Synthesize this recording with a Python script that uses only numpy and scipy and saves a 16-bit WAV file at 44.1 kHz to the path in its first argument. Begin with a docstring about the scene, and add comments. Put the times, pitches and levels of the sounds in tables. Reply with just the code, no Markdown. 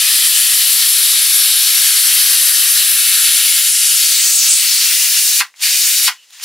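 """In a small plank shed, a pressure cooker on a wood fire blows steam through its lid valve, a metre or two away.
A hand lifts the pot, swings it aside and sets it down further off: coloured noise whose level and tone follow the jet.
Twice the valve weight clacks shut (short ringing tones), leaks with small puffs and ticks, and lifts again.
The plank walls answer briefly, and the loudest peaks overload the microphone input, mostly on the left."""
import sys
import numpy as np
from scipy import signal
from scipy.io import wavfile
from scipy.ndimage import uniform_filter1d, map_coordinates

SR = 44100
rng = np.random.default_rng(int(sys.argv[2]) if len(sys.argv) > 2 else 0)


def waveform_to_disk(signal):
    """Save audio, clipped to [-1, 1], as 16-bit WAV at the path in sys.argv[1]."""
    frames = np.transpose(np.atleast_2d(signal))
    scaled = np.clip(frames, -1, 1) * 32767
    samples = np.round(scaled).astype(np.int16)
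    wavfile.write(sys.argv[1], SR, samples)


N = 284180

# the jet as the pot is lifted, swung and set down: t/s, level/dB, topmost treble swell/dB, lower roar swell/dB
JET_LEVELS = [(0, -10.5, -1.5, 1.5), (0.79, -11, 1, 0), (1.04, -10.5, -2, -.5), (2.5, -10, -2.5, -1.5),
              (2.8, -11, 0, -1), (3.38, -10.5, -3, -.5), (3.59, -10.5, -0.5, 0), (3.72, -12, -7, -3),
              (3.9, -11.5, -7, -2.5), (3.96, -10.5, -2.5, -2.5), (4.19, -11.5, 0.5, 2),
              (4.34, -10.5, 1.5, -1), (4.48, -11, -1.5, 1), (4.51, -9, 0, 1), (4.55, -12, -3, -1),
              (4.58, -11, 0.5, 3), (4.9, -11.5, 0, 0.5), (5.37, -11.5, -1.5, -3), (5.64, -12.5, -2.5, 3),
              (5.8, -11.5, 0.5, -2), (6.07, -11.5, -1, 0)]
# how far the jet points at the microphones: t/s, share/0-1
JET_FACING = [(0, 1.), (3.3, 0.85), (3.7, 0.67), (3.95, 0.6), (4.15, 0.33), (5.9, 0.18), (6.07, 0.23)]
# the swinging lid mirrors one band of the jet at the microphones: t/s, centre f/Hz, lift/dB
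LID_GLINT = [(4.05, 8000, -1), (4.24, 7260, 6), (4.3, 6960, 6), (4.36, 8200, 8), (4.42, 6300, 8.5),
             (4.47, 6000, -1), (4.5, 8000, 11.5), (4.55, 8000, 9), (4.59, 9500, 5), (4.7, 9500, 0)]
# colour of the jet from in front: f/Hz, level/dB per Hz
FRONT_COLOUR = [(320, -77), (550, -37.5), (780, -29.5), (936, -34), (1140, -21), (1660, -13.5),
                (2290, -11.5), (2640, -8.5), (4130, -4), (5620, -7.5), (6110, -9.5), (6830, -9.5),
                (10800, -1), (13000, -9), (15600, -16)]
# colour of the jet from the side: f/Hz, level/dB per Hz
SIDE_COLOUR = [(320, -60), (550, -42), (1030, -26.5), (1390, -17.5), (2020, -8.5), (2290, -8.5), (2870, -4),
               (3590, -3.5), (4430, 0), (6830, -2.5), (7640, -3), (11200, -5.5), (15600, -10)]
# colour of the leak past the shut weight: f/Hz, level/dB per Hz
LEAK_COLOUR = [(180, -59), (300, -33), (709, -21.5), (1490, -17), (1850, -9.5), (2290, -12), (2840, -7),
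               (3410, -8), (5600, -9.5), (6610, -10), (7180, -9), (7790, -14), (9050, -14), (15600, -25)]
# the weight knocks the lid: clacks with a bounce as it shuts, one faint knock as it is pushed up:
# t/s, peak level before the bass cut/dB
WEIGHT_KNOCKS = [(5.4048, -1.5), (5.4099, 4), (5.632, -18.5), (6.0772, -3), (6.0809, 3.5), (6.085, -0.5)]
# what the lid rings with, before small random changes: f/Hz, relative level/dB, time to fall 60 dB/s
LID_MODES = [(1130, -1, 0.0069), (1580, -2.5, 0.01), (2110, 8.5, 0.006), (2540, -1, 0.013),
             (3380, -1, 0.0097), (4830, 1, .006)]
# small ticks while the valve is shut: t/s, level/dB, f/Hz, sharp edge/0-1
SMALL_TICKS = [(5.541, -30, 2200, .03), (6.257, -39, 4000, .2), (6.3065, -26.5, 3900, 0.6),
               (6.399, -21, 2460, 0.3), (6.411, -21, 2950, .2)]
# the two microphone ports, full effect in the treble: f/Hz, left minus right/dB with the jet facing, then aside,
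# unrelated share/0-1 with the jet facing, then aside
MIC_PORTS = [(4380, 3, 0, 0.02, 0.31), (5800, 0.5, 0.5, 0.32, 0.38), (6900, 2, 0, 0.4, 0.4),
             (7900, 6, 0, 0.34, 0.5), (9900, 2, 3, 0.05, 0.39), (12000, 3, 5., 0, 0.54),
             (13000, 4.5, 4, 0.33, 0.49), (15500, 13, 13, 0.52, 0.44)]
# the weight drops onto the valve and is later pushed fully up: shuts t/s, opens t/s, steady seep level/dB
VALVE_SHUT = [(5.409, 5.628, -62), (6.085, 6.448, -49)]
# puffs that escape past the shut weight: middle t/s, length/s, level/dB, breathy whistle/dB
LEAK_PUFFS = [(5.574, 0.024, -46, -5), (6.206, 0.084, -50, 12), (6.352, 0.048, -39.5, -2),
              (6.395, .05, -41, 0)]

FRAME = 512  # samples in each short slice of sound
GLINT_OCTAVES = 0.26
SHADE_PER_LIFT = 0.28  # the band above the glint dims by this share of its lift
# with the pot aside, the nearest surface sends the jet once more, a little late, and combs its colour
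MIRROR_LAG_MS, MIRROR_SHARE = 1.3, 0.082
CHOKE_S, CHOKE_DB = 0.03, 7.5  # the roar thickens briefly around each shutting, most as the weight lands
SHUT_DB, DRAIN_DB_PER_S = -28.5, 233
OPEN_DB, LIFT_DB_PER_S = -11.5, 647
SPUTTER_DB, JET_FLUTTER_DB = 1.5, 0.46  # typical size of the fast level wobble
WHISTLE_HZ, WHISTLE_WIDTH_HZ = 2870, 250
SHED_T60_S, SHED_TREBLE_T60_S = 0.13, 0.095  # time for the echoes to fall 60 dB
SHED_DB, KNOCK_ECHO_DB, TICK_ECHO_DB = -3, -1, -7
PORT_LAG_S = 6e-6
LOW_CUT_HZ, TOP_HZ = 740, 15700
MURMUR_DB, LEFT_BEND = -71, 0.088


def steam():
    """Direct hiss and two unrelated echo fields: drifting vapour reshuffles the echoes, so they never comb."""
    t = np.arange(N) / SR
    hz, s, _ = to_frames(t)
    hz = np.maximum(hz, 20)
    jet_gain = undb(jet_colour(hz, s))
    leak_gain = undb(leak_colour(hz, s))
    jet, sputter = steam_levels(t)

    fields = []
    for _ in range(2):
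        low, high = split(hiss(jet_gain))
        low_echo = low * np.sqrt(linger(jet, SHED_T60_S))
        high_echo = high * np.sqrt(linger(jet, SHED_TREBLE_T60_S))
        fields.append(low_echo + high_echo + sputter * hiss(leak_gain))
    direct = np.sqrt(jet) * hiss(jet_gain) + sputter * hiss(leak_gain)
    return direct, *fields


def steam_levels(t):
    """Power of the jet and strength of the leak as the weight shuts and frees the valve."""
    shut, leak_db = leak_level(t)
    flutter = np.repeat(walk(30, lanes=2, steps_per_s=SR / 20), 20, axis=1)[:, :N]
    leak = (shut * undb(leak_db + SPUTTER_DB * flutter[1])) ** 2
    open_jet = ((1 - shut) * undb(column(JET_LEVELS, t) + JET_FLUTTER_DB * flutter[0])) ** 2
    # the wider the gap under the weight, the more the leak takes the colour of the jet
    wide = np.clip((leak_db + 34) / 18, 0, 1)
    return open_jet + wide * leak, np.sqrt((1 - wide) * leak)


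def jet_colour(hz, s):
    """Front and side colour in dB, mixed by the jet's direction, then changed by reflections and eddies."""
    facing = facing_share(s)
    db = np.outer(column(FRONT_COLOUR, hz, warp=np.log), facing)
    db += np.outer(column(SIDE_COLOUR, hz, warp=np.log), 1 - facing)
    return db + glint(hz, s) + mirror(hz, facing) + swells(hz, s) + eddies(hz, s)


def glint(hz, s):
    """The swinging lid mirrors one band and dims a band above it, in dB."""
    away = np.log2(hz[:, None] / column(LID_GLINT, s)) / GLINT_OCTAVES
    bright = np.exp(-away ** 2 / 2)
    shade = np.exp(-(away - 2.6) ** 2 / 2)
    return (bright - SHADE_PER_LIFT * shade) * column(LID_GLINT, s, index=2)


def mirror(hz, facing):
    """A late copy off the nearest surface strengthens some pitches and weakens others, in dB."""
    late = np.exp(2j * np.pi * hz / 1000 * MIRROR_LAG_MS)
    return 20 * np.log10(np.abs(1 + MIRROR_SHARE * np.outer(late, 1 - facing)))


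def swells(hz, s):
    """Topmost treble and lower roar leave the jet at other angles, so they swell on their own, in dB."""
    top_db = column(JET_LEVELS, s, index=2)
    roar_db = column(JET_LEVELS, s, index=3)
    for shuts, _, _ in VALVE_SHUT:
        roar_db += CHOKE_DB * np.clip(1 - np.abs(shuts - s) / CHOKE_S, 0, 1)
    top = np.clip((hz - 11800) / 1000, 0, 1)
    roar = np.clip((5800 - hz) / 1200, 0, 1)
    return np.outer(top, top_db) + np.outer(roar, roar_db)


def eddies(hz, s):
    """Eddies let neighbouring bands wander together; standing waves between walls add fine, slow ripples, in dB."""
    rate = 1 / (s[1] - s[0])
    slow = walk(1.9, lanes=11, steps_per_s=rate)
    fast = walk(22, lanes=11, steps_per_s=rate)
    lane = np.clip(2 * np.log2(hz / 500), 0, 10)  # two lanes per octave
    places = np.meshgrid(lane, np.arange(len(s)), indexing="ij")
    wander = map_coordinates(0.29 * slow + 1.02 * fast, places, order=1)
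    ripple = walk(1.52, lanes=len(hz), steps_per_s=rate)[:, :len(s)]
    return wander + 2.06 * ripple


def leak_colour(hz, s):
    """Colour of the leak in dB, with a narrow breathy band that each puff raises or lowers."""
    whistle_db = sum(db * bump(s, middle, length) for middle, length, _, db in LEAK_PUFFS)
    band = np.exp(-((hz - WHISTLE_HZ) / WHISTLE_WIDTH_HZ) ** 2 / 2)
    return column(LEAK_COLOUR, hz, warp=np.log)[:, None] + np.outer(band, whistle_db)


def leak_level(t):
    """The gap drains, seeps, puffs, then opens at a steady pace; gives shut (0-1) and leak level in dB."""
    shut = np.zeros(len(t))
    power = sum(undb(2 * db) * bump(t, middle, length) for middle, length, db, _ in LEAK_PUFFS)
    for shuts, opens, seep_db in VALVE_SHUT:
        inside = (t > shuts) & (t <= opens)
        drain_db = SHUT_DB - DRAIN_DB_PER_S * np.abs(t - shuts)
        lift_db = OPEN_DB - LIFT_DB_PER_S * np.abs(opens - t)
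        # twice the dB turns a gain into a power
        power = power + undb(2 * drain_db) + undb(2 * lift_db) + inside * undb(2 * seep_db)
        shut += inside
    return uniform_filter1d(shut, size=60), 10 * np.log10(power + 1e-12)


def lid():
    """Each knock of the weight rings the lid's tones with new strengths and slightly new pitches."""
    out = np.zeros(N)
    t = np.arange(int(0.15 * SR)) / SR
    chance = rng.standard_normal((len(WEIGHT_KNOCKS), len(LID_MODES), 2))
    for (s, peak_db), draw in zip(WEIGHT_KNOCKS, chance):
        ring = np.zeros(len(t))
        for (hz, db, t60), (strength, pitch) in zip(LID_MODES, draw):
            fade = np.exp(-np.log(1000) * t / t60)
            tone = np.sin(2 * np.pi * hz * (1 + 0.05 * pitch) * t)
            ring += undb(db + 2 * strength) * fade * tone
        i = int(s * SR)
        out[i:i + len(t)] += undb(peak_db) * ring / np.abs(ring).max()
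    # the small lid radiates next to no bass
    return signal.sosfilt(signal.butter(6, 900, "high", fs=SR, output="sos"), out)


def ticks():
    """Dry ticks: a sharp noise edge on a tone that dies within a few cycles."""
    out = np.zeros(N)
    t = np.arange(int(0.0079 * SR)) / SR
    chance = rng.standard_normal((len(SMALL_TICKS), len(t)))
    for (s, level_db, hz, edge), noise in zip(SMALL_TICKS, chance):
        ring = np.exp(-t * hz / 1.7) * np.sin(2 * np.pi * hz * t)
        snap = edge * noise * np.exp(-t / 0.00045)
        i = int(s * SR)
        out[i:i + len(t)] += undb(level_db) * (ring + snap)
    return out


def shed(x):
    """Dense plank-wall echoes of a knock, power kept; they need a moment to return, the treble dies first."""
    t = np.arange(int(0.3 * SR)) / SR
    low, high = split(rng.standard_normal(len(t)))
    echo = low * undb(-60 * t / SHED_T60_S) + high * undb(-60 * t / SHED_TREBLE_T60_S)
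    echo *= np.clip(t / 0.0063, 0, 1)
    return signal.fftconvolve(x, echo / np.sqrt(np.sum(echo ** 2)))[:N]


def linger(power, t60_s):
    """Power that dies away 60 dB in t60_s after its source stops."""
    keep = undb(-120 / (t60_s * SR))
    return signal.lfilter([1 - keep], [1, -keep], power, zi=[keep * power[0]])[0]


def split(x):
    """Below and above the pitch where the walls start to soak up sound."""
    low = signal.sosfiltfilt(signal.butter(2, 5000, fs=SR, output="sos"), x)
    return low, x - low


def hiss(gain):
    """Noise of average strength near 1, coloured anew in each short frame."""
    frames = to_frames(rng.standard_normal(N))[2]
    return from_frames(frames * gain / np.sqrt(np.mean(gain ** 2, axis=0)))


def walk(rate, lanes, steps_per_s):
    """Random levels that drift about rate times a second, one row per lane; spread 1."""
    width = max(int(steps_per_s / rate), 1)
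    steps = int(N / SR * steps_per_s) + 4
    noise = rng.standard_normal((lanes, steps))
    drift = uniform_filter1d(uniform_filter1d(noise, width), width)
    return drift / drift.std()


def bump(t, middle_s, length_s):
    """A soft swell, 1 in its middle."""
    return np.exp(-(2 * (t - middle_s) / length_s) ** 4)


def facing_share(s):
    """How far the jet points at the microphones, 0 to 1."""
    return np.clip(column(JET_FACING, s), 0, 1)


def column(table, at, index=1, warp=np.asarray):
    """One column of a table, read between its rows."""
    rows = np.array(table, float)
    return np.interp(warp(at), warp(rows[:, 0]), rows[:, index])


def undb(db):
    """Gain of a level in dB."""
    return 10 ** (np.asarray(db) / 20)


def to_frames(x):
    """Pitches in Hz, frame times in s, and the sound split into both."""
    return signal.stft(x, SR, nperseg=FRAME)


def from_frames(frames):
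    """Sound put together again from its frames."""
    return signal.istft(frames, SR, nperseg=FRAME)[1][..., :N]


def scene():
    """Both ports hear nearly the same bass; in the treble they differ more in level and echoes, and slightly in time."""
    direct, echoes, other_echoes = steam()
    knock, tick = lid(), ticks()
    wet = undb(SHED_DB)
    blow = (direct + wet * echoes) / np.sqrt(1 + wet ** 2)
    hits = knock + tick + shed(undb(KNOCK_ECHO_DB) * knock + undb(TICK_ECHO_DB) * tick)
    hz, s, mid = to_frames(blow + hits)
    side = to_frames(other_echoes + shed(knock))[2]

    facing = facing_share(s)
    # waves much longer than the body that holds the microphones reach both ports nearly alike
    short = np.clip((hz - 2900) / 1500, 0.1, 1)
    near_db, far_db, near, far = (short * column(MIC_PORTS, hz, index=k) for k in range(1, 5))
    # half the level difference goes to each port
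    balance = undb((np.outer(near_db, facing) + np.outer(far_db, 1 - facing)) / 2)
    share = np.outer(near, facing) + np.outer(far, 1 - facing)
    lag = np.exp(-2j * np.pi * hz * PORT_LAG_S)[:, None]
    left = balance * (mid + share * side)
    right = (mid - share * side) / balance * lag
    return from_frames(np.array([left, right]))


def record(dry):
    """A steep wind filter leaves a faint murmur in the bass; overload sprinkles crackle back in; the top is cut."""
    thin = signal.sosfilt(signal.butter(6, LOW_CUT_HZ, "high", fs=SR, output="sos"), dry)
    murmur_band = signal.butter(1, [300, 900], "band", fs=SR, output="sos")
    murmur = signal.sosfilt(murmur_band, rng.standard_normal(dry.shape))
    clipped = np.clip(thin + undb(MURMUR_DB) * murmur / murmur.std(), -1.03, 1.03)
    # the hotter left input already bends below full scale
    bent = clipped - np.array([[LEFT_BEND], [0]]) * clipped ** 3
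    return signal.sosfilt(signal.ellip(10, 0.2, 70, TOP_HZ, fs=SR, output="sos"), bent)


dry = scene()
out = record(dry)
waveform_to_disk(out)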